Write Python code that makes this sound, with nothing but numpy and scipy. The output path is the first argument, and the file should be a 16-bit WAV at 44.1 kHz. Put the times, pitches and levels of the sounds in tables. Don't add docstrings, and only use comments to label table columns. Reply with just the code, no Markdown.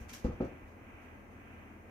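import sys
import numpy as np
from scipy import signal
from scipy.fft import rfft, irfft
from scipy.io import wavfile

SR = 44100
rng = np.random.default_rng(int(sys.argv[2]) if len(sys.argv) > 2 else 0)


def output_pcm(signal):
    pcm = np.clip(np.atleast_2d(signal).T, -1, 1) * 32767
    wavfile.write(sys.argv[1], SR, np.round(pcm).astype(np.int16))


N = 83790
TIME_S, BIN_HZ = np.arange(N) / SR, np.fft.rfftfreq(N, 1 / SR)

# frequency_hz, coherence
COHERENCE = [(50, 0.95), (250, 0.9), (500, 0.65), (1000, -0.11), (4000, -0.029)]
# frequency_hz, share
SWELL_SHARE = [(150, 0.078), (700, 0.017), (1600, 0.59), (2100, 0.42), (2500, 1), (3200, 0.85),
               (4200, 0.13)]


def amp(db):
    return 10 ** (np.asarray(db) / 20)


def unit_rms(x):
    return x / np.sqrt(np.mean(x ** 2) + 1e-20)


def read(points, hz):
    f, value = np.transpose(points)
    return np.interp(np.log(hz + 1), np.log(f + 1), value)


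def add(mix, start_s, sound):
    part = mix[..., max(round(start_s * SR), 0):][..., :sound.shape[-1]]
    part += sound[..., :part.shape[-1]]


def colour(x, points):
    return unit_rms(irfft(rfft(x) * amp(read(points, BIN_HZ)), N))


def decay(t, t60):
    return np.exp(-np.log(1000) * t / t60)


def diffuse_noise():
    a, b = rfft(rng.standard_normal((2, N)))
    coherence = read(COHERENCE, BIN_HZ)
    mid, side = a * np.sqrt((1 + coherence) / 2), b * np.sqrt((1 - coherence) / 2)
    return irfft(np.array([mid + side, mid - side]), N)


def claw_brushes(snaps_per_s=16000, spread_db=2.0, coherence=0.055, pivot_hz=5000, ring_db=0.5):
    # start_s, level_db, rise_s, fade_s, tilt_db_per_octave
    strokes = [(0, -64.5, 0.0011, 0.028, 3), (0.079, -51.8, 0.017, 0.011, -1),
               (0.123, -44.5, .016, 0.0077, 0.8), (.160, -62.5, 0.025, 0.024, 3),
               (0.239, -58.5, 0.0095, 0.015, -5.5), (0.314, -70.5, 0.0069, 0.019, -4),
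               (0.404, -65, 0.0091, 0.016, -9.5), (.442, -65.5, 0.007, 0.0071, 0),
               (.672, -74, 0.0088, 0.028, -2), (1.012, -75.5, 0.0078, 0.026, -1),
               (1.305, -78.5, 0.01, 0.02, 5)]
    # frequency_hz, relative_db
    paper_left = [(400, -9.5), (2500, 3), (4000, -3.5), (5500, -1.5), (6500, 2), (7200, 0), (8500, -10),
                  (10500, -7.5), (12800, -4), (14000, -9), (15700, -18)]
    paper_right = [(400, -11), (2500, 3.5), (4000, -5.5), (5400, -3), (5950, 5), (7100, -8.5), (9000, -6.5),
                   (10500, -11), (12500, -11), (14300, -13), (15700, -40)]
    snaps = rng.standard_normal((3, N))
    snaps *= amp(spread_db * np.minimum(rng.exponential(1, N), 4))
    snaps *= rng.random(N) < snaps_per_s / SR
    left, right = np.sqrt(coherence) * snaps[2] + np.sqrt(1 - coherence) * snaps[:2]
    paper = rfft(np.array([colour(left, paper_left), colour(right, paper_right)]))
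    octaves = np.log2(np.maximum(BIN_HZ, 1000) / pivot_hz)
    direct = np.zeros((2, N))
    for start_s, level_db, rise_s, fade_s, tilt in strokes:
        rise = np.clip((TIME_S - start_s) / rise_s, 0, 1) ** 2
        fade = np.exp(-np.maximum(TIME_S - start_s - rise_s, 0) / fade_s)
        direct += amp(level_db) * rise * fade * irfft(paper * amp(tilt * octaves), N)
    return direct + amp(ring_db) * cavity_ring(direct)


def cavity_ring(x, build_s=0.0072):
    # frequency_hz, t60_s
    ring_times = [(100, 0.73), (1200, 0.4), (12000, 0.17)]
    hz, t, spectra = signal.stft(diffuse_noise(), SR, nperseg=256)
    spectra *= decay(t, read(ring_times, hz)[:, None])
    tail = signal.istft(spectra, SR, nperseg=256)[1][:, :SR // 2]
    tail *= np.minimum(TIME_S[:SR // 2] / build_s, 1)
    return signal.fftconvolve(x, tail / np.linalg.norm(tail[0]), axes=1)[:, :N]


def swell_db(t, period_s=0.539, dip_s=0.741, depth_db=8):
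    return depth_db * (abs(np.sin(np.pi * (t - dip_s) / period_s)) - 2 / np.pi)


def hum(waver_rad=0.19, waver_ref_hz=100):
    # pitch_hz, rms_db
    tones = [(40.7, -66), (81.2, -60.5), (120, -70), (204.6, -66.5), (409.1, -78), (1588, -72), (1992, -74)]
    out, drift_hz = np.zeros((2, N)), np.geomspace(.4, 8, 12)
    for hz, rms_db in tones:
        drift = sum(np.sin(2 * np.pi * (f * TIME_S + rng.random())) / np.sqrt(f) for f in drift_hz)
        waver = waver_rad * np.sqrt(hz / waver_ref_hz) * unit_rms(drift)
        side_phase = np.arccos(read(COHERENCE, hz)) * np.array([[.5], [-.5]])
        peak = np.sqrt(2) * amp(rms_db + read(SWELL_SHARE, hz) * swell_db(TIME_S))
        out += peak * np.sin(2 * np.pi * (hz * TIME_S + rng.random()) + waver + side_phase)
    return out


def room_noise(left_db=-53.5, right_db=-54.5):
    # frequency_hz, relative_db
    room_left = [(20, -19), (98, -1.5), (160, -8), (240, 2), (400, -8), (600, -6.5), (1400, -12),
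                 (2000, -15), (2550, -16.5), (2900, -28), (3600, -35.5), (5200, -41.5), (6500, -36),
                 (7300, -41.5), (15500, -39.5)]
    room_right = [(20, -32), (98, 4.5), (160, -14), (240, 1), (400, -7), (600, -9), (1000, -12),
                  (1500, -15.5), (2400, -10.5), (3100, -22), (3600, -35.5), (4800, -41.5), (6150, -31),
                  (7300, -40.5), (15500, -38.5)]
    left, right = diffuse_noise()
    steady = np.array([amp(left_db) * colour(left, room_left), amp(right_db) * colour(right, room_right)])
    hz, t, spectra = signal.stft(steady, SR, nperseg=512)
    spectra *= amp(read(SWELL_SHARE, hz)[:, None] * swell_db(t))
    return signal.istft(spectra, SR, nperseg=512)[1][:, :N]


def footfalls(left_lead_s=0.00019, low_cut_hz=34, rattle_db=1.5, ring_db=-18.5):
    # pitch_hz, t60_s, first_foot_db, second_foot_db
    modes = [(47, .27, -5.5, -21), (65.5, 0.24, -3, -15), (129.8, 0.099, -5.5, -29), (159, 0.28, -29, -8.5),
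             (237, 0.14, -4.5, -8.5), (246, 0.12, -15.5, -6.5), (276.5, 0.15, -16.5, 3.5),
             (339.6, 0.24, -10, 5), (368, .15, -8.5, -1.5), (493, 0.13, 0, -13.5), (522, 0.11, -40, 4.5),
             (595.6, 0.23, -14.5, -6.5), (682, .106, -21, -9.5), (773, 0.15, -36, -2.5),
             (834, 0.098, -3.5, -25), (1127, 0.07, -5, -8.5), (1257, 0.086, -31, -5)]
    # start_s, force_db, foot (0 or 1), contact_s
    steps = [(.012, -36, 0, 0.0057), (0.2437, -44.5, 0, 0.00045), (0.2474, -21.5, 0, 0.0028),
             (0.2627, -56, 0, 0.0028), (0.3012, -37, 0, 0.0098), (0.309, -44, 0, 0.00093),
             (0.3457, -46, 0, 0.0064), (0.4027, -42, 1, 0.0013), (.4073, -33, 1, .0011),
             (0.4235, -33.5, 1, 0.0023), (0.4424, -45.5, 1, 0.00098), (0.458, -46, 1, 0.0025),
             (0.5251, -44, 1, 0.012), (.632, -42, 0, 0.0096), (0.931, -58, 0, 0.0035),
             (1.539, -60, 1, 0.0031)]
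    # frequency_hz, relative_db
    rattle_colour = [(20, -36), (100, -12.5), (300, -13), (600, -5.5), (850, -12.5), (1000, -13.5),
                     (1280, -7), (1600, -20), (4000, -34)]
    age = np.maximum(TIME_S + np.array([[.5], [-.5]]) * left_lead_s, 0)
    rings = [np.sin(2 * np.pi * hz * age) * decay(age, t60) for hz, t60, *_ in modes]
    radiation = (1j * BIN_HZ / (low_cut_hz + 1j * BIN_HZ)) ** 2
    spots = [radiation * rfft(sum(amp(db) * ring for db, ring in zip(foot_db, rings)))
             for foot_db in np.transpose(modes)[2:]]
    rattle_envelope = np.minimum(TIME_S / 0.0043, 1) * decay(TIME_S, t60=0.38)
    thumps, rattle = np.zeros((2, N)), np.zeros((2, N))
    for start_s, force_db, foot, contact_s in steps:
        push = 1 / (1 + 1j * BIN_HZ * contact_s) ** 2
        add(thumps, start_s, amp(force_db) * irfft(spots[round(foot)] * push, N))
        dulled = irfft(rfft(colour(diffuse_noise(), rattle_colour)) * push ** 2, N)
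        add(rattle, start_s, amp(force_db + rattle_db) * dulled * rattle_envelope)
    balance = amp([[.5], [-.5]])
    return (thumps + rattle + amp(ring_db) * cavity_ring(thumps)) * balance


def scene():
    return footfalls() + claw_brushes() + hum() + room_noise()


def record(dry):
    low_pass = signal.firwin(511, 15700, window=("kaiser", 9), fs=SR)
    return signal.oaconvolve(dry, low_pass[None], "same")


dry = scene()
out = record(dry)
output_pcm(out)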